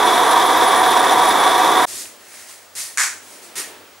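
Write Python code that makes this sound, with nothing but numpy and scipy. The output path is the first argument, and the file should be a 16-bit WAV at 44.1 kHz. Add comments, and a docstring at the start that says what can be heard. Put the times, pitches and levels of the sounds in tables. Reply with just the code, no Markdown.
"""At an oven wall, a gas burner roars into a hole: turbulent combustion excites the resonances of the
burner tube and the cavity, while the gas jet hisses and whistles. The roar stops dead and a quiet
kitchen follows, with a humming appliance. Something is brushed and dragged, probably slippers on the
floor: sliding friction gives several soft swishes, with two light taps among them, and stick-slip
motion one hard, juddering scuff. A thin electrical whine runs throughout."""
import sys
import numpy as np
from scipy import signal
from scipy.fft import rfft, irfft
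from scipy.io import wavfile

SR = 44100
rng = np.random.default_rng(int(sys.argv[2]) if len(sys.argv) > 2 else 0)


def to_wav(sig):
    """Store sig (one row per channel, or 1-D mono) as 16-bit WAV at the path in sys.argv[1].

    Samples outside -1..1 are clipped; the rate is SR.
    """
    pcm = np.clip(np.atleast_2d(sig), -1, 1) * 32767
    pcm = np.round(pcm).astype(np.int16)
    wavfile.write(sys.argv[1], SR, pcm.T)  # frames by channels


N = 176400
TIME = np.arange(N) / SR
FREQS = np.maximum(np.arange(N // 2 + 1) * SR / N, 1)

# Left-right coherence of the burner, of the floor and room sounds, and of the air: f/Hz, coherence
BURNER_COHERENCE = [(60, 0.8), (290, 0.92), (1400, 0.96), (3100, 1), (6800, 0.83), (10000, 1),
                    (13000, .999)]
FLOOR_COHERENCE = [(200, 1), (2000, 0.86), (6000, 0.67), (13000, 1)]
AIR_COHERENCE = [(500, 0.88), (3000, 0.55), (12000, 0.93)]


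def from_db(db):
    """Amplitude ratio of a level in decibels."""
    return 10 ** (np.asarray(db) / 20)


def unit_power(x):
    """Normalisation to a mean square of one."""
    return x / np.sqrt(np.mean(x ** 2) + 1e-20)


def at_hz(points):
    """Linear interpolation over log frequency."""
    hz, value = np.transpose(points)
    return np.interp(np.log(FREQS), np.log(hz), value)


def drift(corner_hz):
    """Low-pass Gaussian fluctuation of unit power."""
    return unit_power(irfft(rfft(rng.standard_normal(N)) / (1 + (FREQS / corner_hz) ** 2), N))


def body(spectrum, resonances=()):
    """Minimum-phase response of unit power: a broad spectrum lifted by resonances."""
    gain = from_db(at_hz(spectrum))
    for hz, width, lift_db in resonances:
        detuning = 2 * (FREQS - hz) / width
        gain = gain * np.sqrt(1 + (from_db(lift_db) ** 2 - 1) / (1 + detuning ** 2) ** 1.49)
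    cepstrum = irfft(np.log(unit_power(gain)), N)
    causal_fold = 1 + np.sign(N / 2 - np.arange(N)) - (TIME == 0)
    return np.exp(rfft(cepstrum * causal_fold))


def through(x, response):
    """Linear filtering as a product of spectra."""
    return irfft(rfft(x) * response, N)


def stereo(pair, coherence):
    """Sum and difference of two independent signals give partly coherent channels."""
    alike = np.clip(at_hz(coherence), -1, 1)
    mid = through(pair[0], np.sqrt((1 + alike) / 2))
    side = through(pair[1], np.sqrt((1 - alike) / 2))
    return mid + side * [[1], [-1]]


def noise(coherence):
    """White Gaussian noise in two partly coherent channels."""
    return stereo(rng.standard_normal((2, N)), coherence)


def roar(flutter):
    """Combustion noise drives the resonances of the tube and cavity."""
    # Combustion spectrum: f/Hz, relative level/dB
    spectrum = [(25, -70), (60, -62), (90, -54), (124, -56), (235, -47), (330, -36), (520, -35.5),
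                (595, -43.5), (660, -33.5), (820, -38), (1250, -37.5), (1380, -40), (1650, -38.5),
                (2000, -44), (2100, -50), (2450, -55), (6000, -76)]
    # Tube and cavity modes: f/Hz, width/Hz, lift/dB
    modes = [(747.7, 35, 12), (959.6, 112, 12), (1145, 76, 8.5), (1860, 12, 6.5), (2040, 140, 3.5),
             (2276, 118, 10), (2565, 38, 10)]
    level_db = -13 + .5 * flutter
    return through(noise(BURNER_COHERENCE) * from_db(level_db), body(spectrum, modes))


def jet_hiss(flutter):
    """Turbulent mixing noise, coloured by the nozzle, flutters with the flame and surges slightly."""
    # Jet spectrum: f/Hz, relative level/dB
    spectrum = [(1500, -74), (2700, -56.5), (3850, -48), (4500, -55), (5500, -56.5), (7500, -56),
                (8800, -58), (11100, -58), (11900, -64.5), (13600, -67), (15500, -69)]
    # Nozzle modes: f/Hz, width/Hz, lift/dB
    modes = [(3415, 270, 12), (3686, 140, 4.5), (5020, 210, 5), (5770, 290, 7)]
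    level_db = -23.5 + 1.15 * flutter + .5 * drift(22)
    return through(noise(BURNER_COHERENCE) * from_db(level_db), body(spectrum, modes))


def whistles():
    """Edge tones: narrow noise bands waver with the gas flow; each also wanders and sputters alone."""
    # Edge tones of the jet: f/Hz, level/dB
    edge_tones = [(9800, -35.5), (11200, -46), (12820, -43.5), (14300, -49)]
    waver_hz, width_hz, sputter_hz = 22, 150, 18
    flow, out = drift(waver_hz), 0
    for hz, db in edge_tones:
        phase = 2 * np.pi * hz * np.cumsum(1 + .006 * (flow + drift(waver_hz))) / SR
        tone = drift(width_hz) * np.cos(phase) + drift(width_hz) * np.sin(phase)
        out = out + tone * from_db(db + 3 * drift(sputter_hz))
    return out


def burner():
    """Flame and jet superpose; level and phase differences between the channels place them in space."""
    # Left minus right level: f/Hz, level/dB
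    balance = [(60, 5), (160, -.5), (380, 1), (700, -2.5), (1200, -1.5), (2400, -0.5), (4400, -2),
               (8100, 4.5), (11000, 0)]
    # Lead of the left channel: f/Hz, phase/rad
    lead = [(100, -0.7), (330, -0.83), (520, -0.8), (1030, -0.043), (10000, 0)]
    flutter = drift(88)
    half = np.array([[.5], [-.5]])
    placement = from_db(half * at_hz(balance)) * np.exp(1j * half * at_hz(lead))
    return through(roar(flutter) + jet_hiss(flutter) + whistles(), placement)


def grains(per_s=9000):
    """Shot noise from the tiny contacts between rough surfaces."""
    sizes = from_db(rng.standard_normal((2, N))) * rng.choice([-1, 1], (2, N))
    contacts = rng.random((2, N)) < per_s / SR
    return stereo(unit_power(sizes * contacts), FLOOR_COHERENCE)


def stroke(start, swell_s, hold_s, peak_db, rise_db, fall_db_per_s):
    """Envelope of a sliding contact: sudden onset, swell, hold and exponential decay."""
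    t = TIME - start
    swell_db = rise_db * np.clip(1 - t / swell_s, 0, 1)
    decay_db = fall_db_per_s * np.maximum(t - swell_s - hold_s, 0)
    return (t >= 0) * from_db(peak_db - swell_db - decay_db)


def swishes():
    """Sliding friction radiates a bright hiss, a lingering rasp near 2 kHz and a little floor thud."""
    # Strokes: t/s, swell/s, hold/s, peak/dB, rise/dB, fall/(dB/s), rasp re peak/dB, thud re peak/dB
    strokes = [(1.851, 0.072, 0.093, -30.5, 4, 172, -14, -20.5),
               (2.199, 0.15, 0.059, -41, 14.5, 77, -5.5, -36),
               (2.466, 0.031, 0.012, -42, 19, 157, -10, -30),
               (2.752, 0.033, .025, -26.5, 7.5, 132, -11.5, -26.5),
               (3.218, 0.079, .06, -44, 6, 70, -15, -19), (3.417, 0.019, .01, -47, 11, 190, -18, -14),
               (3.555, 0.028, 0.016, -25.5, 7, 240, -6, -17)]
    # Spectra of the friction, its rasp and the floor's thud: f/Hz, relative level/dB
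    friction_spectrum = [(1000, -29), (3000, -11), (4300, -3), (7000, -1), (9500, 0), (11500, -6),
                         (15500, -21)]
    rasp_spectrum = RASP_SPECTRUM
    thud_spectrum = [(40, -34), (200, 0), (380, 5), (750, -4), (3000, -16.5)]
    # Modes of the rubbed surface: f/Hz, width/Hz, lift/dB
    modes = [(1820, 140, 5), (2150, 100, 4)]
    friction = rasp = thud = 0
    for start, swell, hold, db, rise_db, fall, rasp_db, thud_db in strokes:
        push = stroke(start, swell, hold, db, rise_db, fall)
        friction = friction + push
        rasp = rasp + stroke(start, swell, hold, db + rasp_db, rise_db, fall * 0.81)
        thud = thud + push * from_db(thud_db)
    return (through(grains() * friction, body(friction_spectrum))
            + through(grains() * rasp, body(rasp_spectrum, modes))
            + through(grains() * thud, body(thud_spectrum)))


def reverberation(x, t60_s=0.4, gap_s=0.004):
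    """The kitchen adds an exponentially decaying diffuse field to the direct sound."""
    tail = noise(FLOOR_COHERENCE) * from_db(-60 * TIME / t60_s) * (TIME > gap_s)
    return x + from_db(-8.5) * through(x, rfft(unit_power(tail)) / np.sqrt(N))


def room_air():
    """Stationary broadband noise forms the kitchen's ambient floor."""
    # Ambient spectrum: f/Hz, relative level/dB
    spectrum = [(25, -33), (60, -20), (140, -19), (220, -8.5), (700, -2.5), (1500, -5.5), (3000, -9.5),
                (8000, -12), (15500, -21.5)]
    return from_db(-47.5) * through(noise(AIR_COHERENCE), body(spectrum))


def rustle():
    """Slow amplitude modulation of low-middle noise is heard as a dull rustle."""
    # Rustle envelope: t/s, level/dB
    envelope = [(1.87, -43), (2.07, -49), (2.25, -51.5), (2.7, -68), (3.15, -48), (3.52, -46), (3.7, -41.5),
                (3.85, -47.5), (4.0, -55)]
    # Rustle spectrum: f/Hz, relative level/dB
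    spectrum = [(60, -42), (200, -6.5), (370, 1.5), (700, -4.5), (1500, -5), (3000, -8), (8000, -24)]
    level_db = np.interp(TIME, *np.transpose(envelope))
    return from_db(level_db) * through(noise(AIR_COHERENCE), body(spectrum))


def hum():
    """An appliance vibrates in three partials, each wavering in amplitude and phase."""
    # Partials: f/Hz, level/dB, waver/dB
    partials = [(94, -72.5, 5), (588, -65.5, 1), (636, -65, 1)]
    out = 0
    for hz, db, waver_db in partials:
        amplitude = from_db(db + waver_db * drift(8)) * np.sqrt(2)
        out = out + amplitude * np.sin(2 * np.pi * hz * TIME + 0.42 * drift(4.7))
    return out


def burst(start, db, fall_db_per_s=3500):
    """Envelope of a heavily damped contact: a step, then exponential decay."""
    return (TIME >= start) * from_db(db - fall_db_per_s * np.clip(TIME - start, 0, 1))


def taps():
    """Light impacts excite brief bursts of contact noise."""
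    # Impacts: t/s, level/dB
    impacts = [(2.056, -29.5), (2.506, -37.5)]
    push = sum(burst(start, db) for start, db in impacts)
    return through(grains() * push, body(RASP_SPECTRUM))


def scuff():
    """Stick-slip: each slip snaps, knocks and sprays grains; from the second on, the sole slides."""
    # Slips of the sole: t/s, spray level/dB, knock level/dB
    slips = [(2.9742, -13, -15), (2.9816, -15, 1), (2.9885, -20, 2), (2.997, -18, -2), (3.0034, -21, 3),
             (3.0103, -33, 3), (3.0189, -25, -6)]
    # Spectra of the scuff and of its knocks: f/Hz, relative level/dB
    scuff_spectrum = [(100, -40), (650, -20), (1100, -5.5), (1550, 1), (2250, -0.5), (2900, -12),
                      (4200, -8.5), (7000, -1.5), (9500, -7), (12000, -17.5), (15500, -30)]
    knock_spectrum = [(700, -35), (1550, 6), (2250, 2), (3600, -24)]
    judder_db, judder_hz, snap_db = 1.5, 250, 11.5
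    grit = grains() * from_db(judder_db * drift(judder_hz))
    slide = stroke(slips[1][0], swell_s=0.032, hold_s=0.02, peak_db=-17, rise_db=6, fall_db_per_s=200)
    force = grit * slide
    knocks = np.zeros(N)
    for start, db, knock_db in slips:
        force += grit * burst(start, db)
        force[:, int(start * SR)] += from_db(db + snap_db)
        knocks[int(start * SR)] += from_db(knock_db)
    return through(force, body(scuff_spectrum)) + through(knocks, body(knock_spectrum))


def scene():
    """Two sound fields in succession: the burner stops dead and the kitchen fades in."""
    at_oven = np.clip((1.855 - TIME) / 0.0047, 0, 1)
    in_kitchen = np.clip((TIME - 1.861) / .022, 0, 1)
    oven = burner()
    kitchen = reverberation(swishes() + scuff() + taps()) + room_air() + rustle() + hum()
    return at_oven * oven + in_kitchen * kitchen


def record(dry):
    """An electrical whine is added, soft saturation rounds the peaks and a low-pass cuts the top."""
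    whine_hz, ceiling, cutoff_hz = 15625, .97, 15650
    x = dry + from_db(-57) * np.sqrt(2) * np.sin(2 * np.pi * whine_hz * TIME)
    x = x / (1 + (x / ceiling) ** 6) ** (1 / 6)
    return signal.sosfilt(signal.ellip(12, .1, 80, cutoff_hz, fs=SR, output="sos"), x)


# Spectrum of the rasp in swishes and taps: f/Hz, relative level/dB
RASP_SPECTRUM = [(400, -25), (1000, -8), (1500, -5), (1950, -1), (3000, -6.5), (5000, -22)]

dry = scene()
out = record(dry)
to_wav(out)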